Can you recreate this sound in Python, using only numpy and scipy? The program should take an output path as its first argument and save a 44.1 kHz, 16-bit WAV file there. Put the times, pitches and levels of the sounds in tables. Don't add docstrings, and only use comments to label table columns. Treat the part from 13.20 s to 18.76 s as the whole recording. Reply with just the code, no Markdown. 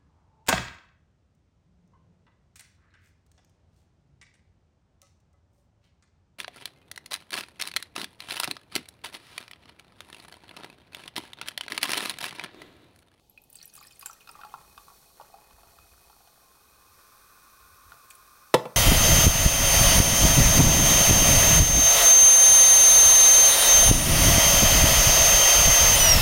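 import sys
import numpy as np
from scipy import signal
from scipy.fft import rfft, irfft
from scipy.io import wavfile

SR = 44100
rng = np.random.default_rng(int(sys.argv[2]) if len(sys.argv) > 2 else 0)


def master_out(mix):
    frames = np.transpose(np.atleast_2d(mix))
    ceiling = np.clip(frames, -1, 1)
    pcm = np.round(ceiling * 32767).astype(np.int16)
    wavfile.write(sys.argv[1], SR, pcm)


N = 245195

# start in seconds, ring in dB, pitch in Hz, splash in dB.
SPLASHES = [(0.0968, -43, 12500, -65.5), (0.175, -44.5, 2540, -61), (0.2179, -47, 13200, -73),
            (0.2377, -50, 11500, -61.5), (0.3002, -43, 13400, -60), (0.328, -42, 9200, -53),
            (0.3545, -36, 8330, -49.5), (0.368, -47, 4660, -63), (0.3872, -42.5, 4180, -74),
            (0.414, -38.5, 4260, -78), (0.427, -39, 5740, -51), (0.455, -34, 11900, -56),
            (0.477, -40, 10400, -64), (0.538, -47, 9980, -54), (0.552, -58, 8900, -48),
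            (0.5625, -45, 8380, -51), (0.5754, -51, 5000, -54), (0.626, -47.5, 2330, -58),
            (0.669, -44, 7960, -54), (0.709, -53, 3080, -55), (0.7936, -37, 11700, -51.5),
            (0.81, -45, 4900, -46.5), (0.823, -53, 2650, -49), (0.859, -26, 7570, -37),
            (0.8666, -37, 7140, -54), (0.9099, -40.5, 5900, -57), (0.93, -46, 5700, -51),
            (1.0066, -50, 2790, -55), (1.0915, -41.5, 5200, -55), (1.1127, -42, 8970, -54),
            (4.9025, -38.5, 8040, -56), (4.906, -48, 2320, -47.5), (4.9513, -46, 10000, -52)]
# start in seconds, ring in dB, pitch in Hz, slap in dB.
GLUGS = [(0.577, -47.5, 1185, -60), (0.611, -47, 1176, -58), (0.826, -42, 1104, -44),
         (0.859, -40.5, 1490, -67), (0.897, -37.5, 1286, -66), (1.073, -46, 1360, -45),
         (1.09, -38, 1294, -45), (1.152, -39.5, 1185, -64), (1.19, -40.5, 1090, -59),
         (1.213, -41.5, 1510, -45), (1.234, -36, 1337, -50), (1.248, -39.5, 826, -46.5),
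         (1.339, -27.5, 1043, -44), (1.577, -40, 1165, -44.5), (1.681, -44.5, 1100, -56),
         (1.701, -44, 1160, -66), (1.998, -35.5, 902, -65), (2.011, -40.5, 587, -48), (2.14, -40, 775, -55),
         (2.184, -51.5, 866, -57), (2.308, -52.5, 1030, -52.5), (2.432, -53, 706, -55),
         (2.586, -46, 1260, -52), (2.898, -48, 860, -52), (3.003, -51, 760, -60), (3.073, -53, 720, -51),
         (4.719, -38.5, 1415, -47.5)]
# time in seconds, level in dB.
FOAM_LEVELS = [(0.19, -79), (0.41, -72.5), (1.1, -65), (1.74, -60.5), (2.25, -65.5), (2.65, -62.5),
               (3.5, -63.5), (3.85, -60), (5.3, -59.5)]
# start in seconds, length in seconds, level in dB.
SURGES = [(0.304, 0.13, 0), (0.536, .12, -1), (0.81, 0.088, -6), (1.072, 0.42, -1.5), (1.544, 0.14, -4.5),
          (1.95, 0.32, -4), (2.3, 0.3, -4), (2.704, 0.26, -6), (3.26, 0.62, -9.5), (4.679, 0.063, 2)]
# start in seconds, length in seconds, level in dB.
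HAND_MOVES = [(1.41, 0.23, -63.5), (2.333, 0.025, -49), (2.464, 0.19, -58.5), (2.7, 0.056, -56),
              (2.855, 0.09, -62), (3.497, 0.29, -66.5), (4.404, 0.17, -60), (4.653, 0.029, -52.5)]
# start in seconds, ring in dB, contact time in seconds, crack in dB.
KNOCKS = [(5.3406, -18, 0.00022, -13), (5.3415, -4.5, 0.00049, -14), (5.3435, -16, 0.00063, -20),
          (5.4546, -23, 0.00074, -36.5), (5.519, -47, 0.00056, -69)]
# pitch in Hz, level in dB, fade time in seconds.
CAN_NOTES = [(124, -19.5, 0.16), (169, -10, 0.058), (202.7, -27, 0.29), (227, -10, 0.055), (276, -35, 0.15),
             (373, -21.5, 0.076), (496, -22, 0.094), (630, -8.5, 0.053), (694, -14, 0.074),
             (800, -2, 0.023), (876, -7.5, 0.084), (940, -8, 0.035), (1000, -12, 0.067),
             (1080, -5.5, 0.023), (1370, -17, 0.079), (1736, -16, 0.067), (2170, -33, 0.11),
             (2280, -10, 0.033), (2660, -9.5, 0.071), (2600, -34, 0.059), (3000, -31, 0.061),
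             (3110, -13, 0.059), (3410, -22, 0.088), (3420, -11.5, 0.071)]
# pitch in Hz, width in Hz before scaling, level in dB.
AIR_NOTES = [(1057.5, 18.5, 4.5), (1189, 133, -2.5), (1467, 164, -9), (2478, 134, -13.5)]
# pitch in Hz, width in Hz, level in dB.
GLASS_NOTES = [(684, 13, 4), (839, 47, 1), (1120, 34, -2), (2498, 50, 7), (4740, 57, -17)]
# frequency in Hz, fade time in seconds.
ROOM_FADES = [(150, 0.3), (700, 0.4), (3000, 0.28), (7000, 0.31), (14000, 0.13)]
# frequency in Hz, level in dB.
ROOM_COLOUR = [(22, -13.5), (40, -0.5), (190, -11.5), (538, -12), (735, -14.5), (815, -9), (1440, -47),
               (3070, -21.5), (3500, -22), (15000, -37)]
SPLASH_COLOUR = [(700, -21), (1600, 8.5), (2100, -20), (2550, 6.5), (3000, 3.5), (4500, 2.5), (7000, -13.5),
                 (12000, -7.5)]
SPRAY_COLOUR = [(3000, -39), (7000, 0), (9500, 13), (12500, 4), (16000, 5.5)]
THIN_FOAM_COLOUR = [(1500, -21), (2000, -10), (2350, -8), (2530, -30), (2800, -15.5), (3900, -2.5),
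                    (4400, 3.5), (4950, -7.5), (5550, 0.5), (7400, -7.5), (9500, 1), (10400, -5.5),
                    (12800, -0.5), (15500, -6.5)]
THICK_FOAM_COLOUR = [(1500, 3.5), (2150, -5), (2400, 2), (2950, -15), (3500, -1), (4400, 1.5), (4950, -1.5),
                     (5800, 3), (7400, -7), (8500, 1), (9900, 0.5), (10450, -5.5), (11200, 2), (15500, -1)]
CHURN_COLOUR = [(130, -1), (250, -11.5), (400, 0), (580, -1), (730, -10.5), (840, -7.5), (980, -4),
                (1600, -7), (3000, -13)]
GLUG_COLOUR = [(90, -48), (170, -22), (330, -19), (600, -4.5), (830, 12), (1400, 11), (2000, -22),
               (4000, -21)]
CRACK_COLOUR = [(65, -32), (125, 2.5), (956, -3.5), (1520, -18), (1690, -9), (2750, -11), (3050, -7),
                (3390, -16.5), (3610, -13), (3850, -14.5), (7250, -24.5), (9540, -21), (15500, -31.5)]
HAND_COLOUR = [(18, -35), (45, 14), (85, 16), (150, -17), (300, -44), (900, -47)]

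POOL_START_S, POOL_DEEP_S = 0.45, 0.9
FOAM_COVER_S, MUFFLE_DB_PER_S = 3.26, 8
AIR_RISE_S, FOAM_CLOSED_S = 2.76, 4.18
POUR_END_S, POUR_FADE_S = 5.2, 0.6


def undb(db):
    return 10 ** (np.asarray(db) / 20)


def unit(x):
    return x / np.sqrt(np.mean(x ** 2))


def add(out, start, sound):
    i = max(int(start * SR), 0)
    out[i:i + len(sound)] += sound[:max(N - i, 0)]


def fade(t, t60):
    return np.exp(-np.log(1000) * t / t60)


def swell(start, length, rise, t60):
    return np.clip((T - start) / rise, 0, 1) * fade(np.maximum(T - start - length, 0), t60)


def colour(x, points, size=2048):
    hz, db = np.transpose(points)
    freqs = np.maximum(np.fft.rfftfreq(size, 1 / SR), 1)
    gain = undb(np.interp(np.log(freqs), np.log(hz), db))
    cepstrum = irfft(np.log(gain))
    cepstrum[1:size // 2] *= 2
    cepstrum[size // 2 + 1:] = 0
    return signal.fftconvolve(x, irfft(np.exp(rfft(cepstrum))))[:len(x)]


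def resonate(x, hz, width):
    return signal.lfilter(*signal.iirpeak(hz, hz / width, fs=SR), x)


def pops(rate, spread_db):
    size = undb(spread_db * np.minimum(rng.exponential(size=N), 3))
    return (rng.random(N) < rate / SR) * size * rng.choice([-1, 1], N)


def ringing_pops(rate, spread_db, hz, width):
    return resonate(resonate(pops(rate, spread_db), hz, width), hz, width)


def bursts(starts, levels_db, points, t60):
    envelope, t = np.zeros(N), T[:SR // 8]
    for start, db in zip(starts, levels_db):
        add(envelope, start, undb(db) * fade(t, t60) * (1 - np.exp(-t / 0.00055)))
    puffs = colour(envelope * rng.standard_normal(N), points)
    return puffs / np.std(colour(rng.standard_normal(SR), points))


def bubble(hz, t60, glide):
    t = T[:int(t60 * SR) + 2]
    phase = 2 * np.pi * hz * t * (1 + glide * t / t60 / 2)
    return np.sin(phase) * fade(t, t60) * (1 - np.exp(-2 * hz * t))


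def swarm(count, low_hz, octaves, spread_db, t60, glide):
    out = np.zeros(N)
    for when, pitch, strength in rng.random((count, 3)):
        hz = min(low_hz * 2 ** (octaves * pitch), SR / 3)
        add(out, when * T[-1], undb(spread_db * strength) * bubble(hz, t60 * np.sqrt(low_hz / hz), glide))
    return unit(out)


def room_tone():
    return undb(-67) * unit(colour(rng.standard_normal(N), ROOM_COLOUR))


def splashes():
    out = np.zeros(N)
    starts, ring_db, pitches, strength_db = np.transpose(SPLASHES)
    tilt_db = 4 * np.log2(pitches / 5640)
    coarse_db, fine_db = strength_db - tilt_db, strength_db + tilt_db
    for start, db, hz, splash_db, spray_db in zip(starts, ring_db, pitches, coarse_db, fine_db):
        add(out, start + 0.00067, undb(db + 1.5) * bubble(hz, 0.017 * (hz / 4000) ** -0.5, glide=0.063))
        for late, pitch, tiny_late, tiny_pitch in rng.random((4, 4)):
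            small = bubble(1900 * 3.8 ** pitch, t60=0.011, glide=0.11)
            tiny = bubble(8500 * 1.8 ** tiny_pitch, t60=0.0051, glide=0.7)
            add(out, start + 0.00098 + 0.0099 * late, undb(splash_db - 6) * small)
            add(out, start + 0.0011 + 0.0028 * tiny_late, undb(spray_db + 3.5) * tiny)
    splats = undb(-2) * bursts(starts, coarse_db, SPLASH_COLOUR, t60=0.022)
    spray = undb(4) * bursts(starts, fine_db, SPRAY_COLOUR, t60=0.026)
    return out + splats + spray


def stream():
    surge = sum(undb(db) * swell(start, length, rise=0.02, t60=0.33) for start, length, db in SURGES)
    even_flow = undb(-6.5)
    flow = np.hypot(surge, even_flow) * fade(np.maximum(T - POUR_END_S, 0), POUR_FADE_S)
    drops = swarm(count=3000, low_hz=1584, octaves=2.69, spread_db=41, t60=0.018, glide=0.074)
    drops *= undb(-67.5) * swell(start=0.27, length=1.03, rise=0.08, t60=0.72)
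    spray = swarm(count=1500, low_hz=4160, octaves=1.9, spread_db=22, t60=0.018, glide=0.13)
    spray += undb(-7) * unit(colour(pops(rate=900, spread_db=7), SPLASH_COLOUR))
    spray *= undb(-59.5) * swell(start=0.29, length=0.58, rise=0.21, t60=0.98)
    drum = undb(-70) * unit(ringing_pops(rate=370, spread_db=5.5, hz=161, width=126))
    drum *= np.interp(T, [POOL_DEEP_S, FOAM_COVER_S], [1, 0.4])
    gurgles = swarm(count=1100, low_hz=670, octaves=1.29, spread_db=32, t60=0.013, glide=0.17)
    gurgles *= undb(-66.5 - MUFFLE_DB_PER_S * np.maximum(T - FOAM_COVER_S, 0))
    churn = undb(-63.5) * unit(colour(pops(rate=500, spread_db=5.5), CHURN_COLOUR))
    depth = np.interp(T, [POOL_START_S, POOL_DEEP_S], [0.15, 1])
    return flow * (drops + spray + drum + depth * (gurgles + churn))


def foam():
    thin, thick = (unit(colour(pops(rate=12000, spread_db=2.2), [(300, -40)] + points))
                   for points in (THIN_FOAM_COLOUR, THICK_FOAM_COLOUR))
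    tinks = undb(-12.5) * unit(ringing_pops(rate=120, spread_db=5.5, hz=2516, width=61))
    thickness = np.interp(T, [2.9, 3.9], [0, 1])
    fizz = np.sqrt(1 - thickness) * (thin + tinks) + np.sqrt(thickness) * thick
    times, levels_db = np.transpose(FOAM_LEVELS)
    return fizz * undb(np.interp(T, times, levels_db) + 1)


def glass_air():
    air = sum(undb(db) * ringing_pops(rate=2500, spread_db=1, hz=hz, width=1.45 * width)
              for hz, width, db in AIR_NOTES)
    level_db = np.interp(T, [AIR_RISE_S, FOAM_CLOSED_S], [-74.5, -58.5])
    level_db -= 0.5 * np.maximum(T - FOAM_CLOSED_S, 0)
    first_foam = np.interp(T, [0.5, 1.1], [0.2, 1])
    return unit(air) * undb(level_db) * first_foam


def glugs():
    rings = np.zeros(N)
    for start, db, hz, _ in GLUGS:
        add(rings, start + 0.00083, undb(db + 2) * bubble(hz, t60=0.026, glide=0.04))
    starts, ring_db, _, slap_db = np.transpose(GLUGS)
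    shaken_air = undb(-12) * bursts(starts, ring_db, GLUG_COLOUR, t60=0.061)
    slaps = undb(1) * bursts(starts, slap_db, SPLASH_COLOUR, t60=0.019)
    return rings + shaken_air + slaps


def hands():
    rumble = unit(colour(pops(rate=180, spread_db=4.5), HAND_COLOUR, size=8192))
    grip = sum(undb(db) * swell(start, length, rise=0.02, t60=0.19) for start, length, db in HAND_MOVES)
    return undb(-5) * rumble * grip


def can_knock():
    t = T[:SR // 2]
    ring = sum((-1) ** k * undb(db) * np.cos(2 * np.pi * hz * t) * fade(t, t60)
               for k, (hz, db, t60) in enumerate(CAN_NOTES))
    swell_s, hollow_hz = 0.006, 503
    ring += undb(-9) * t / swell_s * np.exp(1 - t / swell_s) * np.cos(2 * np.pi * hollow_hz * t)
    out, push_t = np.zeros(N), T[:SR // 50]
    for start, db, contact_s, _ in KNOCKS:
        push = push_t * np.exp(-2 * np.pi * push_t / contact_s)
        add(out, start, undb(db) * signal.fftconvolve(ring, push / push.sum()))
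    starts, _, _, crack_db = np.transpose(KNOCKS)
    out += bursts(starts, crack_db, CRACK_COLOUR, t60=0.032)
    out = signal.sosfilt(signal.butter(5, 125, "high", fs=SR, output="sos"), out)
    thud_hz = 66
    thud = np.sin(2 * np.pi * thud_hz * t) * fade(t, t60=0.055) * (1 - np.exp(-thud_hz * t))
    add(out, starts[0], undb(-25) * thud)
    return out


def glass_ring(x):
    return x + undb(1) * sum(undb(db) * resonate(x, hz, width) for hz, width, db in GLASS_NOTES)


def room_echo(x, early_db, tail_db):
    t = T[:SR // 2]
    hz, t60 = np.transpose(ROOM_FADES)
    spectrum, freqs = rfft(rng.standard_normal(len(t))), np.fft.rfftfreq(len(t), 1 / SR)
    tail = np.zeros(len(t))
    for low_hz in 2.0 ** np.arange(6, 16):
        octave = irfft(spectrum * (freqs >= low_hz) * (freqs < 2 * low_hz), len(t))
        tail += octave * fade(t, np.interp(low_hz * np.sqrt(2), hz, t60)) * (t > 0.006)
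    early = rng.standard_normal(len(t)) * fade(t, t60=0.035) * (t > 0.0015)
    echoes = undb(early_db) * early / np.linalg.norm(early) + undb(tail_db) * tail / np.linalg.norm(tail)
    return x + signal.fftconvolve(x, echoes)[:N]


def scene():
    pour = room_echo(glass_ring(splashes() + glugs() + stream()), early_db=-8, tail_db=-12.5)
    fizz = room_echo(foam() + glass_air(), early_db=-17.5, tail_db=-12)
    knock = room_echo(can_knock(), early_db=-15, tail_db=-16)
    return (pour + fizz + knock + room_tone() + hands())[None]


def record(dry):
    return signal.sosfilt(signal.ellip(10, 0.2, 70, 15900, fs=SR, output="sos"), dry)


T = np.arange(N) / SR

dry = scene()
out = record(dry)
master_out(out)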